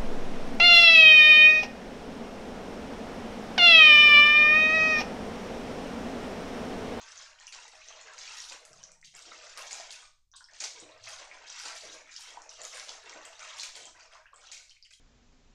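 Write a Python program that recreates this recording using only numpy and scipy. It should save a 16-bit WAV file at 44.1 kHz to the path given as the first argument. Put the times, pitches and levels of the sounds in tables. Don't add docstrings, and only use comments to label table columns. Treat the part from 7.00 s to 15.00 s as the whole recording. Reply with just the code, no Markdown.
import sys
import numpy as np
from scipy import signal
from scipy.fft import rfft, irfft
from scipy.io import wavfile

SR = 44100
rng = np.random.default_rng(int(sys.argv[2]) if len(sys.argv) > 2 else 0)


def to_wav(s):
    ch = np.atleast_2d(s).T
    pcm = np.round(np.clip(ch, -1, 1) * 32767)
    wavfile.write(sys.argv[1], SR, pcm.astype(np.int16))


N = 352800
TIME = np.arange(N) / SR

# (time [s], length [s], big bubbles [dB], middling bubbles [dB], gurgle pitch [Hz])
PUSHES = [(-.05, 0.39, -68.5, -55, 596), (0.374, 0.1, -73.5, -56.5, 700), (0.518, 0.15, -63.5, -53.5, 510),
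          (0.716, 0.072, -64.5, -55.5, 780), (0.856, 0.21, -61.5, -55, 460), (1.043, 0.2, -62.5, -53, 464),
          (1.246, 0.25, -67, -52.5, 596), (1.5, 0.048, -54.5, -49.5, 470), (1.594, 0.33, -64.5, -63.5, 438),
          (2.131, 0.081, -61.5, -56, 560), (2.246, 0.2, -60.5, -57, 380), (2.404, 0.24, -64.5, -55.5, 556),
          (2.561, 0.082, -53, -45.5, 745), (2.686, 0.17, -58.5, -51.5, 620), (2.862, 0.17, -69, -56, 590),
          (3.49, 0.084, -68.5, -60.5, 805), (3.601, 0.056, -52, -49, 617), (3.731, 0.27, -60, -59, 378),
          (4.046, 0.13, -61, -50, 910), (4.185, 0.061, -53.5, -48.5, 584), (4.278, 0.23, -59.5, -54, 610),
          (4.528, 0.21, -82, -50, 1150), (4.633, 0.12, -55.5, -49, 580), (4.808, 0.2, -60, -54, 340),
          (5.047, 0.16, -85, -56, 1390), (5.185, 0.16, -72, -55, 1020), (5.272, 0.26, -60, -58, 504),
          (5.574, 0.088, -54.5, -50.5, 533), (5.711, 0.11, -56.5, -48, 1120),
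          (5.858, 0.11, -56, -51.5, 545), (6.026, 0.31, -59.5, -52.5, 360), (6.381, 0.3, -63.5, -49.5, 680),
          (6.735, 0.13, -58, -55.5, 480), (6.938, 0.13, -68, -57.5, 617), (7.107, 0.075, -65.5, -55.5, 860),
          (7.322, 0.26, -66, -62.5, 700)]
BIG, MIDDLING = 2, 3
def push_envelope(column, sag_db=-4.5):
    return flow([(row[0], row[1], row[column], sag_db) for row in PUSHES], rise_s=0.017, fall_s=0.032)


def gurgle(s, hz, hump_db=2.0, hump_octaves=1.0, low_cut_db_per_octave=20, octaves_per_s=2.9):
    start, length, _, _, gurgle_hz = np.transpose(PUSHES)
    push = np.maximum(np.searchsorted(start, s) - 1, 0)
    climb = octaves_per_s * np.minimum(s - start[push], length[push])
    octaves = np.log2(hz / gurgle_hz[push]) - climb
    hump = hump_db * np.exp(-(octaves / hump_octaves) ** 2)
    return hump + low_cut_db_per_octave * np.minimum(octaves, 0)


# (pitch [Hz], relative density [dB per Hz])
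GULP_TONE = [(265, 1), (315, -5), (375, -2), (460, 1.5), (640, 2), (820, -7)]
SLOSH_TONE = [(800, 1), (1000, -0.76), (1500, -0.043), (2000, 1), (2330, 0.12), (2850, -1.7)]
def sloshing():
    gulps = cloud(push_envelope(BIG), GULP_TONE, per_s=1000, crowding=.4, spread_db=2.0,
                  cycles=1.8, rise=0.0067, count=8000, gurgling=0.73)
    body = cloud(push_envelope(MIDDLING), SLOSH_TONE, per_s=3300, crowding=.75, spread_db=4.0,
                 cycles=2.76, rise=0.011, count=32000, gurgling=0.55)
    return amp(-5.0) * gulps + amp(-3.5) * body


# (time [s], length [s], level [dB], swell from start to end [dB])
SQUEEZES = [(-.05, 0.29, -56, 8), (.39, 0.11, -59, -17), (.52, .11, -54.5, -8), (.66, 0.38, -58.5, 3),
            (1.178, 0.25, -47.5, 3.5), (1.47, 0.073, -50.5, -3.5), (1.65, 0.2, -62, 1.5),
            (2.04, 0.047, -54, -10), (2.15, 0.73, -54.5, 1.5), (2.57, 0.21, -50, -5.5),
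            (2.78, 0.058, -68, -4), (2.91, 0.13, -53, -6.5), (3.35, 0.037, -54.5, -3),
            (3.53, 0.062, -56, 2), (3.6, 0.065, -44, -1), (3.68, 0.12, -58, 9), (3.94, 0.11, -64, 12),
            (4.04, 0.16, -49, -8), (4.2, 0.48, -67, -11.5), (4.47, 0.24, -47.5, -1.5),
            (4.72, 0.23, -49.5, -6.5), (5.11, 0.21, -51.5, -6), (5.49, 0.087, -54, -1),
            (5.61, 0.34, -51, -1), (6, 0.36, -57.5, 2), (6.39, 0.32, -51, -4.5), (6.58, 0.069, -42, -3),
            (6.75, 0.15, -53, -10.5), (6.99, 0.033, -57.5, -3), (7.35, 0.12, -60.5, 12.5),
            (7.515, 0.04, -48.5, -3), (7.925, 0.035, -54.5, -16)]
# (pitch [Hz], relative density [dB per Hz])
CRACKLE_TONE = [(2700, 1.5), (3900, 2.5), (4800, 0), (5800, 3.5), (7000, -2.5), (8000, -4.5), (9500, -41)]
DROPLET_TONE = [(2200, 3), (6500, 0.5), (8000, 0), (10500, -5), (12000, -14)]
def spraying(slosh_spray_db=-7, clump_db=5.5):
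    runoff = flow(SQUEEZES, rise_s=0.0034, fall_s=0.031)
    level = np.hypot(runoff, amp(slosh_spray_db) * push_envelope(MIDDLING))
    clumps = amp(clump_db * wander(per_s=140))
    crackle = cloud(level * clumps, CRACKLE_TONE, per_s=5400, crowding=0.62, spread_db=2.0,
                    cycles=2.46, rise=0.011, count=56000)
    strays = stray_snaps(level)
    droplets = cloud(level ** 0.77, DROPLET_TONE, per_s=90, crowding=.4, spread_db=1.5,
                     cycles=6.7, rise=0.0067, count=1200)
    return amp(-4.5) * crackle + amp(-22) * droplets + strays + fizzing(level, clumps)


# (time [s], level [dB], decay [s])
SPITS = [(.469, -55, 0.011), (1.35, -57, 0.13), (1.652, -54.5, 0.015), (2.047, -57, .01),
         (2.164, -58, 0.021), (2.574, -45.5, 0.023), (2.709, -51, 0.034), (2.913, -48.5, 0.016),
         (3.364, -65, 0.01), (3.635, -58, 0.025), (4.08, -56.5, 0.033), (4.59, -60, 0.15),
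         (4.752, -51, 0.015), (4.83, -62.5, 0.059), (4.938, -61, 0.014), (5.19, -56, 0.045),
         (5.632, -53, 0.057), (5.745, -54.5, 0.077), (6.252, -52.5, 0.012), (6.57, -59.5, 0.038),
         (6.633, -39.5, 0.0059), (6.76, -57, 0.02), (7.52, -60.5, 0.053), (7.91, -65.5, 0.04)]
# (pitch [Hz], relative density [dB per Hz])
FIZZ_TONE = [(7500, -11), (9000, 13.5), (11000, 10), (13500, -0.5), (15000, -23.5)]
def fizzing(spray_level, clumps):
    hard_flow = amp(-15) * spray_level * (spray_level / spray_level.max()) ** 1.2
    level = hard_flow + amp(5.0) * bursts(SPITS)
    return cloud(level * clumps, FIZZ_TONE, per_s=2200, crowding=.45, spread_db=3.5,
                 cycles=2.4, rise=0.01, count=30000)


# (time [s], level [dB], decay [s])
SLAPS = [(.524, -46.5, 0.018), (1.179, -47.5, 0.037), (1.521, -44.5, 0.01), (2.574, -55, 0.01),
         (2.709, -40.5, 0.053), (2.905, -46, 0.014), (3.603, -37.5, 0.031), (3.638, -35.5, 0.025),
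         (4.654, -40.5, 0.038), (5.748, -49, 0.12), (6.596, -43.5, 0.024), (6.633, -38.5, 0.019),
         (6.753, -47, 0.047), (7.516, -47, 0.076), (7.695, -55, 0.027), (7.848, -62, 0.045),
         (7.907, -55.5, 0.014)]
# (pitch [Hz], relative density [dB per Hz])
SPLASH_TONE = [(450, -5.5), (700, -5), (1400, 0), (2300, 20.5), (3000, 3.5), (4000, 16), (6200, 13.5),
               (8000, 13.5), (11000, 3)]
def splashing():
    return amp(-3.5) * cloud(bursts(SLAPS, crack=1.3), SPLASH_TONE, per_s=10000, crowding=0.6,
                             spread_db=-0.5, cycles=1.97, rise=0.0074, count=72000)


# (time [s], pitch [Hz], level [dB])
PLOPS = [(.172, 6460, -37.5), (.177, 6100, -33), (.182, 6400, -40), (.469, 5760, -31), (.478, 2770, -35.5),
         (0.817, 2460, -41), (.886, 6200, -33), (.925, 3130, -42), (1.013, 6850, -37.5), (1.084, 1590, -48),
         (1.278, 2480, -36.5), (1.188, 6250, -32), (1.216, 4900, -34), (1.403, 5680, -26.5),
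         (1.524, 2650, -36), (1.838, 5800, -30.5), (2.028, 2050, -44), (2.151, 7500, -34),
         (2.318, 1310, -38.5), (2.322, 2000, -43.5), (2.577, 1290, -46), (2.73, 6930, -21),
         (2.798, 680, -40.5), (3.316, 5740, -50.5), (3.336, 1570, -53.5), (3.337, 1036, -54.5),
         (3.339, 3600, -46.5), (3.364, 8200, -32), (3.366, 3930, -43.5), (3.407, 1464, -44),
         (3.411, 940, -57.5), (3.442, 5160, -39), (3.486, 1790, -49), (3.643, 5750, -23),
         (3.801, 8030, -32.5), (3.918, 3900, -48), (4.073, 2140, -35.5), (4.314, 2150, -33.5),
         (4.501, 5900, -31), (4.599, 5800, -28.5), (4.979, 2430, -41), (5.164, 5400, -28),
         (5.372, 910, -35), (5.493, 5830, -32), (5.617, 7160, -26.5), (6.16, 630, -43.5),
         (6.253, 7860, -30), (6.394, 5900, -36.5), (6.598, 4300, -25.5), (6.855, 7520, -30),
         (7.007, 4840, -44.5), (7.153, 1027, -42), (7.257, 1620, -43.5), (7.265, 2670, -51),
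         (7.332, 1160, -43.5), (7.342, 7750, -46.5), (7.36, 7900, -38), (7.387, 2240, -59.5),
         (7.437, 1350, -50.5), (7.487, 3180, -44), (7.522, 6600, -30.5), (7.545, 2520, -42),
         (7.695, 4280, -44), (7.71, 2990, -45), (7.765, 2180, -54), (7.826, 4970, -39.5),
         (7.852, 2970, -46), (7.909, 2420, -51), (7.922, 2240, -63)]
def plopping(followers=2, follower_db=-9.5, gap_s=0.0066, scatter_octaves=0.18):
    s, hz, db = np.transpose(PLOPS)
    timing, detune, damping = rng.uniform(-0.82, 1, (len(s), followers, 3)).T
    accent_db = db - db.mean()
    cycles = 3.13 * (hz / 2000) ** 0.23 * amp(-.17 * accent_db) * (1 + 0.038 * damping[0])
    out = bubbles(s, hz, amp(db - 1.9), cycles, rise=0.0053)
    for k in range(followers):
        s = s + gap_s * (1 + .6 * timing[k])
        peak = amp(db + follower_db - 1.4 * k - .5 * accent_db)
        out += bubbles(s, hz * 2 ** (scatter_octaves * detune[k]), peak, cycles, rise=0.01)
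    return out


# (time [s], pitch [Hz], level [dB])
FILM_SNAPS = [(.12, 5600, -37), (.4, 7100, -40), (.541, 4100, -36), (.548, 5000, -36), (.68, 6500, -38),
              (1.136, 7600, -39), (1.382, 6100, -33), (1.498, 5600, -33), (1.6515, 7400, -36),
              (1.7315, 6700, -38), (1.83, 6050, -38), (1.918, 7700, -37), (2.014, 6700, -46),
              (2.047, 5700, -38), (2.166, 7400, -39), (2.1915, 5600, -36), (2.5745, 5500, -29),
              (2.7245, 6500, -33), (2.7995, 5900, -33), (2.907, 4200, -33), (2.924, 5500, -33),
              (2.929, 7500, -32), (3.535, 5700, -42), (3.622, 5700, -29), (4.04, 5400, -37),
              (4.105, 5900, -31), (4.5915, 6500, -33), (4.683, 6200, -31), (4.7535, 7500, -32),
              (5.3055, 7000, -36), (5.419, 6500, -38), (5.635, 6800, -34), (5.651, 6800, -26),
              (5.7975, 5600, -28), (5.8925, 5200, -28.5), (6.0955, 5850, -37), (6.633, 5800, -25),
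              (6.754, 4000, -36), (7.148, 5600, -42), (7.577, 6000, -35)]
def film_snapping():
    s, hz, db = np.transpose(FILM_SNAPS)
    return snaps(s, hz, amp(db))


def stray_snaps(spray_level, count=200, boost_db=5, spread_db=3, centre_hz=5820, octaves=0.43):
    when, luck, pitch = rng.random((count, 3)).T
    accent_db = boost_db - spread_db * np.log(np.maximum(luck, .2))
    level = spray_level[(when * N).astype(int)] * amp(accent_db)
    return snaps(when * N / SR, centre_hz * 2 ** (octaves * (2 * pitch - 1)), level)


# (time [s], level [dB], decay [s])
PLUNGES = [(0, -65, 0.012), (1.68, -69.5, 0.068), (2.26, -74, 0.2), (3.82, -60.5, 0.045),
           (4.84, -59, 0.097), (6.15, -65, 0.051), (6.82, -69.5, 0.087)]
# (pitch [Hz], relative density [dB per Hz])
POCKET_TONE = [(130, -26), (170, -11), (220, -0.5), (310, 2.5), (420, 5.5)]
def plunging():
    return cloud(bursts(PLUNGES), POCKET_TONE, per_s=600, crowding=0.38, spread_db=2.0,
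                 cycles=1.18, rise=0.035, count=6000)


# (time [s], length [s], level [dB], sag [dB], pitch [Hz])
DRAGS = [(1.687, 0.47, -72, -15, 152), (3.799, 0.37, -76, -11, 108), (6.783, 0.176, -79.5, -1, 102)]
def dragging(start, length, db, sag_db, floor_hz, slips=40, slips_per_s=51):
    jitter, force, pitch = rng.uniform(-1, 1, (3, slips))
    s = start + (np.arange(slips) + 0.36 * jitter) / slips_per_s
    envelope = stroke(start, length, db, sag_db, rise_s=.015, fall_s=0.031)
    peak = np.interp(s, TIME, envelope) * amp(5.8 * force)
    hz = floor_hz * (1 + .14 * pitch)
    return amp(3.5) * bubbles(s, hz, peak, cycles=np.full(slips, 1.5), rise=-0.016)


# (pitch [Hz], bandwidth [Hz], gain [dB])
RESONANCES = [(442, 50, -13), (629, 17, -4.5), (670, 37, -13), (950, 47, -14), (1096, 9.8, -20),
              (1487, 23, -7), (1550, 25, -8), (2275, 85, -12.5), (310.4, 19, -0.5)]
def resonating(water, drift_share=0.0042):
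    clock = np.cumsum(1 + drift_share * wander(per_s=13)) / SR
    out = water
    for hz, width, db in RESONANCES:
        carrier = np.exp(2j * np.pi * hz * clock)
        pole = np.exp(-np.pi * width / SR)
        ringing = signal.lfilter([1 - pole], [1, -pole], water / carrier + 1e-18)
        out = out + 2 * amp(db) * (carrier * ringing).real
    return out


# (delay [s], level [dB])
ECHOES = [(.0017, -9), (.0036, -14), (.0056, -14), (.0083, -13.5), (0.013, -23.5)]
# (frequency [Hz], time to fall 60 dB [s])
TAIL_T60 = [(150, 0.29), (600, 0.39), (2000, 0.355), (5500, 0.41), (9000, 0.35), (15000, .28)]
# (frequency [Hz], level [dB])
TAIL_TONE = [(150, -16), (800, -1.5), (2500, -2.5), (6000, -1), (12000, 0.5)]
def reflections(onset_s=0.0035):
    t = TIME[:SR * 3 // 4]
    hz, frame_s, noise = signal.stft(rng.standard_normal(len(t)), SR, nperseg=256)
    t60 = read(TAIL_T60, hz)[:, None]
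    fade = np.exp(-np.log(1000) * frame_s / t60)
    fade *= np.sqrt(2 * np.log(1000) / (t60 * SR))
    tail = noise * fade * amp(read(TAIL_TONE, hz))[:, None]
    response = signal.istft(tail, SR, nperseg=256)[1][:len(t)]
    response *= 1 - np.exp(-t / onset_s)
    for delay, db in ECHOES:
        response[round(delay * rng.uniform(.85, 1.15) * SR)] += rng.choice([-1, 1]) * amp(db)
    return response


def room(direct, places=7, moves_per_s=9):
    out = direct
    for k in range(places):
        visit = np.minimum((moves_per_s * TIME - k) % places, 2)
        send = direct * np.sin(np.pi * visit / 2)
        out = out + signal.oaconvolve(send, reflections())[:N]
    return out


# (frequency [Hz], relative density [dB per Hz])
ROOM_TONE = [(15, 9), (30, -1), (60, -7.5), (105, -12.5), (150, -20.5), (300, -34.5), (1000, -50),
             (6000, -40), (15000, -23.5)]
def room_tone():
    noise = colour(rng.standard_normal(N), ROOM_TONE)
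    return amp(-67.5) * noise / noise.std()


def bubbles(s, hz, peak, cycles, rise):
    out, decay_s = np.zeros(N), cycles / hz
    for group in np.array_split(np.argsort(decay_s), max(len(s) // 400, 1)):
        step = np.arange(int(6.5 * decay_s[group].max() * SR))
        turns = hz[group, None] * step / SR
        age = turns / cycles[group, None]
        envelope = 2.2 * (1 - np.exp(-4 * age)) ** 2 * np.exp(-age)
        phase = 2 * np.pi * turns * (1 + rise * (age - 1) / 2)
        wave = peak[group, None] * envelope * np.sin(phase)
        samples = (s[group, None] * SR).astype(int) + step
        out += np.bincount(samples.ravel(), wave.ravel(), N)[:N]
    return out


def cloud(level, tone, per_s, crowding, spread_db, cycles, rise, count, gurgling=0):
    when, keep, pitch, luck, damping = rng.random((count, 5)).T
    drive = (level / level.max())[(when * N).astype(int)]
    density = np.minimum(per_s * drive ** crowding * N / SR / count, 1)
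    born = keep < density
    s = when[born] * N / SR
    band = np.linspace(tone[0][0], tone[-1][0], num=16)
    hz = band[0] + pitch[born] * (band[-1] - band[0])
    total = np.linalg.norm(amp(read(tone, band) + gurgling * gurgle(s[:, None], band)), axis=1)
    share = np.sqrt(hz) * amp(read(tone, hz) + gurgling * gurgle(s, hz)) / total
    accent_db = spread_db * np.minimum(-np.log(1 - luck[born]), 3.5)
    peak = drive[born] / np.sqrt(density[born]) * share * amp(accent_db)
    calm = np.maximum(drive[born], .05) ** -.15
    ring_cycles = cycles * calm * 2 ** (2 * damping[born] - 1)
    out = bubbles(s, hz, peak / np.sqrt(calm), ring_cycles, rise)
    return out * np.linalg.norm(level) / np.linalg.norm(out)


def snaps(s, hz, level, count=5, spread_s=0.00098, spread_octaves=0.41):
    pitch, lag = rng.random((len(s), count, 2)).T
    out = np.zeros(N)
    for k in range(count):
        octaves = spread_octaves * (2 * (k + pitch[k]) / count - 1)
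        out += bubbles(s + spread_s * lag[k], hz * 2 ** octaves, amp(-5.5) * level,
                       cycles=np.full(len(s), 1.7), rise=0)
    return out


def flow(rows, rise_s, fall_s, surge_db=0.5, rise_share=.14):
    surges = amp(surge_db * wander(per_s=22))
    power = np.zeros(N)
    for s, length, db, swell_db in rows:
        lead = rise_share * length / 2
        power += stroke(s - lead, length + lead, db, swell_db, rise_s + 2 * lead, fall_s) ** 2
    return np.sqrt(power) * surges


def stroke(start, length, db, swell_db, rise_s, fall_s):
    out = np.zeros(N)
    part = out[max(round(start * SR), 0):][:SR]
    t = TIME[:len(part)] - min(start, 0)
    attack = np.minimum(t / rise_s, 1)
    hold = amp(db + swell_db * (np.minimum(t / length, 1) - .5))
    release = np.exp(-np.maximum(t - length, 0) / fall_s)
    part += attack * hold * release
    return out


def bursts(rows, crack=0, crack_s=0.0031):
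    power = np.zeros(N)
    for s, db, decay in rows:
        part = power[round(s * SR):][:SR]
        t = TIME[:len(part)]
        part += (amp(db) * (np.exp(-t / decay) + crack * np.exp(-t / crack_s))) ** 2
    return np.sqrt(power)


def wander(per_s):
    return np.interp(TIME * per_s, np.arange(4000), rng.uniform(-1, 1, 4000))


def amp(db):
    return 10 ** (np.asarray(db) / 20)


def read(points, hz):
    point_hz, value = np.transpose(points)
    return np.interp(np.log(hz + 1), np.log(point_hz + 1), value)


def colour(x, points):
    return irfft(rfft(x) * amp(read(points, np.fft.rfftfreq(N, 1 / SR))), N)


def scene():
    water = sloshing() + plunging() + spraying() + splashing() + plopping() + film_snapping()
    cloth = sum(dragging(*row) for row in DRAGS)
    return (room(resonating(water + cloth)) + room_tone())[None]


# (frequency [Hz], gain [dB])
MICROPHONE_EQ = [(100, -1), (230, -3), (500, 1), (2000, -1), (7000, 1), (9000, -8.5), (11500, -20),
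                 (15000, -19.5)]
def record(dry):
    low_pass = signal.firwin(511, 15400, window=("kaiser", 9), fs=SR)
    return signal.oaconvolve(colour(dry[0], MICROPHONE_EQ), low_pass, "same")[None]


dry = scene()
out = record(dry)
to_wav(out)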